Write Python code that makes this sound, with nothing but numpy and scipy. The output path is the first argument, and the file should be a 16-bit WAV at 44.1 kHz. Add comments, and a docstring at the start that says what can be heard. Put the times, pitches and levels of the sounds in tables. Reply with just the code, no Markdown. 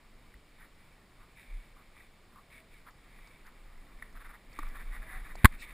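"""A horse reaches through its stall bars for a carrot and drops it, in a quiet stable, heard from a camera
in a hand-held plastic case. From the start there is still air and hiss (shaped noise), a swaying rumble and
skin rubbing the shell (tiny random slips). Soon ticks and dull bumps (dying sines) join in, later faint
squeaks and small snaps (noise bursts). Near the end the hand grows restless and one sharp knock hits the
case (a flexing wall, ringing shell and gritty crack), followed by a scuff on the floor."""
import sys
import numpy as np
from scipy import signal
from scipy.fft import rfft, irfft, next_fast_len
from scipy.io import wavfile
from scipy.ndimage import map_coordinates

SR = 44100
rng = np.random.default_rng(int(sys.argv[2]) if len(sys.argv) > 2 else 0)


def generate_wav(sig):
    """Save sig (samples, or channels by samples) to the path in sys.argv[1] as 16-bit PCM at SR."""
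    pcm = np.round(np.clip(np.atleast_2d(sig).T, -1, 1) * 32767).astype(np.int16)
    wavfile.write(sys.argv[1], SR, pcm)


N = 252913  # length in samples

# How strongly two places on the case wall sound at each pitch. Each row: pitch in Hz, relative level in dB.
LOW_WALL = [(100, -29), (600, -19), (950, -3.5), (1180, 5.5), (1300, -2), (1430, -8), (2000, -22),
            (2900, -25), (8000, -39), (10800, -28), (12000, -20), (13200, -22), (15500, -38)]
MIDDLE_WALL = [(100, -35), (700, -18.5), (1200, -14), (1450, -10.5), (1720, 2.5), (2000, 4), (2300, -8),
               (2800, -25.5), (5000, -33.5), (8000, -33), (10200, -20), (11500, -37.5), (14000, -22),
               (15500, -45)]
# The hard contacts as the camera chatters in its case. Each row: time in seconds, relative level in dB.
CHATTER_HITS = [(5.445, -17), (5.4462, -8.5), (5.4507, -19), (5.4529, -13.5), (5.4554, -6.5)]


def amp(db):
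    """Turn decibels into a gain."""
    return 10 ** (np.asarray(db) / 20)


def unit(x):
    """Scale a sound to an rms level of 1."""
    return x / np.sqrt(np.mean(x ** 2) + 1e-20)


def clock():
    """The time of every sample, in seconds."""
    return np.arange(N) / SR


def along(points, hz):
    """Read a curve of (Hz, value) points, joined by straight lines on a log pitch axis."""
    point_hz, values = np.transpose(points)
    return np.interp(np.log(hz + 1), np.log(point_hz + 1), values)


def bells(peaks, hz):
    """Add up bell-shaped peaks or dips, in decibels."""
    return sum(db / (1 + (2 * (hz - centre) / width) ** 2) for centre, width, db in peaks)


def coloured(x, gain_db):
    """Filter a sound with any curve of decibels against pitch, without sounding ahead of time."""
    size = 2 * next_fast_len(N // 2 + SR // 4)
    log_gain = np.log(amp(gain_db(np.fft.rfftfreq(size, 1 / SR))))
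    # folding the cepstrum onto positive times gives a filter that only reacts afterwards
    cepstrum = irfft(log_gain, size)
    cepstrum[1:size // 2] *= 2
    cepstrum[size // 2 + 1:] = 0
    response = np.exp(rfft(cepstrum))
    return irfft(rfft(x, size) * response, size)[:N]


def noise(spectrum):
    """Steady noise of rms 1 with the given spectrum."""
    return unit(coloured(rng.standard_normal(N), lambda hz: along(spectrum, hz)))


def fade(s, t60):
    """An envelope that jumps up at s and falls by 60 dB in t60 seconds."""
    envelope, start = np.zeros(N), round(s * SR)
    age = np.arange(min(round(2 * t60 * SR), N - start)) / SR
    envelope[start:start + len(age)] = amp(-60 * age / t60)
    return envelope


def struck(s, t60, rise):
    """A dying envelope that takes a moment to build up."""
    return fade(s, t60) * (1 - fade(s, rise))


def swell(t, s, length):
    """A bell-shaped envelope around s whose power is above half for the given length."""
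    return np.exp(-np.log(4) * np.minimum(((t - s) / length) ** 2, 20))


def tone(envelope, hz):
    """A sine under an envelope, starting where the envelope does."""
    out, on = np.zeros(N), np.flatnonzero(envelope > 1e-7)
    out[on] = envelope[on] * np.sin(2 * np.pi * hz * np.arange(len(on)) / SR)
    return out


def wobble(rate):
    """A smooth random curve through `rate` random values a second."""
    coarse = clock()[::200]
    curve = map_coordinates(rng.standard_normal(256), [coarse * rate], mode="mirror")
    return np.interp(clock(), coarse, curve)


def driven(law):
    """The gain of a sound that grows with the effort of the hand and wavers on its own."""
    # How restless the hand is: calm at first, it shifts as the carrot is offered.
    # Each row: time in seconds, effort in dB.
    effort_points = [(0, -20), (0.3, -16), (0.45, -20), (1.15, -16.5), (2.45, -19), (2.8, -19),
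                     (3.1, -11.5), (3.42, -14.5), (3.65, -11), (4.2, -9.5), (4.46, -13.5), (4.62, -1.5),
                     (4.9, 0), (5.35, 0), (5.73, -6)]
    level_db, growth, waver_db = law
    effort_db = np.interp(clock(), *np.transpose(effort_points))
    return amp(level_db + growth * effort_db + waver_db * wobble(rate=11))


def friction(wall, slips_per_s, spread_db, smooth):
    """Gritty contact: tiny slips of uneven size and a smooth hiss ring one wall curve and the overtones."""
    # Narrow overtones of the shell. Each row: pitch in Hz, width in Hz, height in dB.
    overtone_peaks = [(3655, 460, 10.5), (8350, 180, 10.5), (9920, 520, 14.5), (10810, 230, 17),
                      (13150, 230, 6), (14000, 740, 13)]
    happens = rng.random(N) < slips_per_s / SR
    sizes = amp(spread_db * rng.standard_normal(N))
    slips = happens * rng.choice([-1, 1], N) * sizes
    force = unit(slips) + smooth * rng.standard_normal(N)
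    return unit(coloured(force, lambda hz: along(wall, hz) + bells(overtone_peaks, hz)))


def stable(level_db=-63.5):
    """The still air of the stable and the microphone's hiss, as steady shaped noise."""
    # Each row: pitch in Hz, relative level in dB.
    air_spectrum = [(20, 6.5), (60, 12), (150, 5.5), (300, 3.5), (700, -1.5), (1150, -3), (1420, -4),
                    (2050, -6), (2800, -6.5), (5000, -10), (7000, -13), (10000, -16), (12000, -16),
                    (14300, -19.5)]
    return amp(level_db) * noise(air_spectrum)


def movement():
    """The swaying hand rumbles through the case and lurches now and then, over a dull shuffle."""
    # Low rumble of the sway, then the shuffle. Each row: pitch in Hz, relative level in dB.
    sway_spectrum = [(5, -28.5), (14, 3), (32, 2.5), (45, -9.5), (75, -26), (130, -41.5), (300, -56.5)]
    shuffle_spectrum = [(30, -28), (90, -0.5), (220, 0), (400, -9), (750, -9.5), (1100, -11.5), (2500, -38),
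                        (8000, -64)]
    # How each follows the hand: level at full effort in dB, dB per dB of effort, random wavering in dB.
    sway_law = (-42.5, 0.95, 1.4)
    shuffle_law = (-61, 0.41, 0.86)
    # The hand jerks and rocks the whole camera.
    # Each row: middle in seconds, length in seconds, level in dB, pitch in Hz.
    lurch_rows = [(0.359, .02, -47.5, 44.8), (1.554, .055, -34, 31), (4.181, .1, -43.5, 23.97),
                  (4.665, .08, -30.5, 22.88)]
    lurches = sum(amp(db) * tone(swell(clock(), s, length), hz) for s, length, db, hz in lurch_rows)
    sway = driven(sway_law) * noise(sway_spectrum)
    shuffle = driven(shuffle_law) * noise(shuffle_spectrum)
    return lurches + sway + shuffle


def stroke_power(t, catch_s=0.045, reach_db_per_octave=25, skew=1.13, edge=2.5):
    """Power in each wall mode: every stroke shares its own among the modes nearest to its pitch."""
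    # A finger slides on the shell. Each row: middle of the first catch in seconds, length in seconds,
    # level in dB, pitch it excites most in Hz, number of times it catches.
    stroke_rows = [(0.623, 0.055, -57, 1680, 1), (0.823, .085, -66.5, 2120, 1),
                   (1.22, 0.041, -62.5, 1260, 1), (1.4, 0.053, -57, 2200, 1), (1.51, 0.22, -61.5, 2320, 1),
                   (1.788, 0.038, -60.5, 1150, 1), (1.997, 0.085, -60.5, 2380, 1),
                   (2.368, .068, -60.5, 1150, 1), (2.554, 0.072, -55, 2300, 1), (2.75, 0.065, -61, 2400, 1),
                   (2.88, .028, -55, 1360, 1), (3.22, 0.22, -62.5, 2300, 1), (3.471, 0.03, -56, 1540, 1),
                   (4.043, 0.062, -62, 1800, 1), (4.167, .022, -53, 1540, 5), (4.59, .11, -56.5, 2360, 1),
                   (4.657, 0.072, -55.5, 1400, 1), (4.762, 0.026, -48.5, 1720, 2),
                   (4.946, .042, -48, 1700, 1), (5.03, .022, -52, 1680, 1), (5.129, 0.093, -49, 1800, 1),
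                   (5.261, .028, -52, 1760, 2), (5.42, 0.076, -53, 2050, 1), (5.538, 0.028, -52.5, 2060, 1),
                   (5.635, .028, -48, 2380, 1), (5.702, 0.058, -53, 2090, 1)]
    # Pitches of the low, damped, middle and high wall modes, in Hz.
    wall_hz = (1180, 1490, 1870, 2360)
    power = np.zeros((len(wall_hz), len(t)))
    for s, length, db, hz, catches in stroke_rows:
        octaves_away = np.abs(np.log2(np.array(wall_hz) / hz))
        share = amp(-reach_db_per_octave * octaves_away) ** 2
        # a juddering finger catches again every catch_s seconds
        for middle in s + catch_s * np.arange(catches):
            # it starts faster and ends slower than an even swell; an edge of 2 would be a plain bell
            half_length = length / 2 * skew ** np.sign(t - middle)
            envelope = .5 ** np.minimum(np.abs((t - middle) / half_length) ** edge, 60)
            power += np.outer(share / share.sum(), amp(db) ** 2 * envelope)
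    return power


def fingers():
    """Finger strokes drive four wall modes, over the constant small rubbing of the grip."""
    # The wall damped by the fingers, so broader, and the high wall.
    # Each row: pitch in Hz, relative level in dB.
    damped_wall = [(100, -35), (700, -15), (1000, -4), (1350, 1.5), (1700, -2), (2200, -7), (2900, -22),
                   (8000, -31), (11500, -28), (14000, -23), (15500, -38)]
    high_wall = [(100, -44), (1400, -30), (1900, -3.5), (2280, 8.5), (2520, -1.5), (2900, -13.5),
                 (3600, -14.5), (5000, -20.5), (8000, -21), (9600, -16.5), (11000, -34.5), (14400, -20),
                 (15500, -29)]
    # How rubbing follows the hand, before the mode shares below:
    # level at full effort in dB, dB per dB of effort, random wavering in dB.
    rub_law = (-61.5, 0.64, 1.6)
    # How much the resting grip rubs the low, damped, middle and high modes, in dB.
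    rub_shares_db = (-4, -6, -1.5, -0.5)
    coarse = clock()[::40]
    gains = []
    for power, rub_db in zip(stroke_power(coarse), rub_shares_db):
        stroke_gain = np.interp(clock(), coarse, np.sqrt(power))
        rub_gain = amp(rub_db) * driven(rub_law)
        gains.append(np.hypot(stroke_gain, rub_gain))  # adds their powers
    low, damped, middle, high = gains
    return (low * friction(LOW_WALL, slips_per_s=500, spread_db=2.5, smooth=0.25)
            + damped * friction(damped_wall, slips_per_s=800, spread_db=3, smooth=0.6)
            + middle * friction(MIDDLE_WALL, slips_per_s=900, spread_db=0.5, smooth=0.7)
            + high * friction(high_wall, slips_per_s=700, spread_db=3, smooth=0.64))


def ticks(low_hz=1220, middle_hz=1950, grit_db=-3):
    """A sudden slip of the grip plucks two wall modes and sets off a short gritty burst in them."""
    # Each row: time in seconds, low mode level in dB, middle mode level in dB, time to fall 60 dB in seconds.
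    # The levels are those before the soft start.
    tick_rows = [(0.341, -57, -44.5, 0.013), (1.966, -56, -48, 0.02), (2.004, -65, -48.5, 0.033),
                 (3.188, -59, -50, 0.042), (4.023, -53, -33, 0.028), (4.589, -28, -37, 0.027),
                 (4.629, -36, -46, 0.03), (5.521, -54, -46, 0.043), (5.621, -50, -45, 0.05)]
    out = np.zeros(N)
    low_grit = amp(grit_db) * friction(LOW_WALL, slips_per_s=3100, spread_db=6.0, smooth=0.35)
    middle_grit = amp(grit_db) * friction(MIDDLE_WALL, slips_per_s=4600, spread_db=5.0, smooth=0.98)
    for s, low_db, middle_db, t60 in tick_rows:
        envelope = struck(s, t60, rise=.005)
        detune = 1 + 0.025 * rng.standard_normal()  # the grip loads the wall differently each time
        out += amp(low_db) * (tone(envelope, low_hz * detune) + envelope * low_grit)
        out += amp(middle_db) * (tone(envelope, middle_hz * detune) + envelope * middle_grit)
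    return out


def bumps(rise_share=0.16):
    """Soft, dull contacts that ring briefly at one pitch each."""
    # Each row: time in seconds, level before the soft start in dB, pitch in Hz, time to fall 60 dB in seconds.
    bump_rows = [(0.355, -54, 155, 0.078), (4.473, -56, 266, 0.078), (4.589, -36.5, 298, 0.044),
                 (5.354, -33.5, 724, 0.01)]
    return sum(amp(db) * tone(struck(s, t60, rise_share * t60), hz) for s, db, hz, t60 in bump_rows)


def squeaks():
    """Where a fingertip sticks and slips regularly the rubbing turns into a weak tone."""
    # Each row: middle in seconds, length in seconds, pitch in Hz, level in dB.
    squeak_rows = [(2.605, .05, 650, -65.5), (5.048, 0.034, 643, -59), (5.145, 0.053, 756, -56.5)]
    return sum(amp(db) * tone(swell(clock(), s, length), hz) for s, length, hz, db in squeak_rows)


def nibbles(level_db=4):
    """Lips and carrot snap softly: small crisp noise bursts that die within hundredths of a second."""
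    # Each row: time in seconds, relative level in dB.
    snap_rows = [(2.9063, -59), (3.273, -52.5), (3.466, -56), (3.7757, -60), (4.1255, -56), (4.529, -53.5),
                 (4.589, -45.5), (4.6866, -52.5), (5.3546, -46.5)]
    # Each row: pitch in Hz, relative level in dB.
    snap_spectrum = [(200, -11), (1100, 7), (2800, -9), (3800, -11), (4700, 2), (7400, -1), (9000, -17),
                     (15000, -19)]
    bursts = sum(amp(db) * struck(s, t60=.022, rise=.008) for s, db in snap_rows)
    return amp(level_db) * bursts * noise(snap_spectrum)


def flex(s=5.4463, width_s=0.0014, rebound_after_s=0.00644, rebound_db=4.0, edge=1.46, leak_hz=18):
    """The knock pushes the case wall in, it snaps back out, and the pressure leaks away."""
    def pulse(peak):
        """One short pressure pulse."""
        return np.exp(-np.minimum(np.abs((clock() - peak) / width_s) ** edge, 40))

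    pressure = pulse(s) - amp(rebound_db) * pulse(s + rebound_after_s)
    leak = signal.butter(1, leak_hz, "highpass", fs=SR, output="sos")
    return signal.sosfilt(leak, pressure)


def shell_ring():
    """Each hard contact of the chatter sets the shell ringing at several pitches."""
    # Each row: pitch in Hz, relative level in dB, time to fall 60 dB in seconds.
    shell_modes = [(923, -7, 0.014), (1095, -5, 0.019), (1570, -3.5, .012), (1890, -2, 0.01),
                   (2126, -1.5, 0.012), (3680, -16, 0.0086)]
    ring, age = np.zeros(N), np.arange(SR // 10) / SR
    modes = np.zeros(len(age))
    for k, (hz, db, t60) in enumerate(shell_modes):
        # neighbouring modes start in opposite directions, so the ring takes a moment to build
        modes += (-1) ** k * amp(db - 60 * age / t60) * np.sin(2 * np.pi * hz * age)
    for s, db in CHATTER_HITS:
        ring[round(s * SR):][:len(age)] += amp(db + rng.standard_normal()) * modes
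    return ring


def knock(flex_db=-4, ring_db=3.5, crack_db=-3, crack_t60=0.012, rise=0.0014, buzz_db=-24, buzz_t60=0.044):
    """The wall flexes like a drum skin while hard contacts ring the shell, crack and leave a short buzz."""
    # Each row: pitch in Hz, relative level in dB.
    crack_spectrum = [(100, 2), (700, -11.5), (1100, 7), (2100, 7), (2800, -15), (3600, -9), (4600, -6.5),
                      (5800, -28), (7400, -9), (9200, -14.5), (10300, -6.5), (11500, -18), (14100, -8),
                      (15300, -25)]
    contact = np.zeros(N)
    for s, db in CHATTER_HITS:
        contact += amp(db) * (struck(s, crack_t60, rise) + amp(buzz_db) * fade(s, buzz_t60))
    crack = contact * friction(crack_spectrum, slips_per_s=6100, spread_db=4.5, smooth=0.7)
    return amp(flex_db) * flex() + amp(ring_db) * shell_ring() + amp(crack_db) * crack


def scuff(s=5.615, length=0.028, level_db=-51.5):
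    """A short gritty scrape on the concrete, made as a swell of shaped noise."""
    # Each row: pitch in Hz, relative level in dB.
    scuff_spectrum = [(500, -20), (2000, 1), (2600, 13.5), (3200, -10), (3800, 6), (5000, -2), (7000, -4),
                      (8300, -1), (11000, -17), (15000, -8)]
    return amp(level_db) * swell(clock(), s, length) * noise(scuff_spectrum)


def scene(hiss_side_db=-80):
    """Both channels carry nearly the same sound, with a faint difference and a very quiet hiss of opposite sign."""
    # How much the channels differ. Each row: pitch in Hz, side level against mid in dB.
    side_share = [(30, -58), (150, -32), (500, -27), (1100, -41), (2200, -46), (4500, -20), (9000, -44),
                  (14000, -42)]
    # Hiss of opposite sign in the two channels. Each row: pitch in Hz, relative level in dB.
    side_hiss = [(30, -45), (300, -1.5), (1500, -6.5), (4000, -4), (8000, -8.5), (11000, -29)]
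    mid = stable() + movement() + fingers() + ticks() + bumps() + squeaks() + nibbles() + knock() + scuff()
    side = amp(hiss_side_db) * noise(side_hiss) - coloured(mid, lambda hz: along(side_share, hz))
    return np.array([mid + side, mid - side])


def record(dry, ceiling=.92, top_hz=15500):
    """The microphone port cuts two dips, loud peaks round off, and sound above top_hz is removed."""
    # Dips of the port. Each row: pitch in Hz, width in Hz, depth in dB.
    port_dips = [(6010, 630, -14.5), (12090, 2000, -11.5)]
    heard = np.array([coloured(channel, lambda hz: bells(port_dips, hz)) for channel in dry])
    heard = heard / (1 + np.abs(heard / ceiling) ** 8) ** (1 / 8)
    return signal.sosfilt(signal.ellip(12, .1, 90, top_hz, fs=SR, output="sos"), heard)


dry = scene()
out = record(dry)
generate_wav(out)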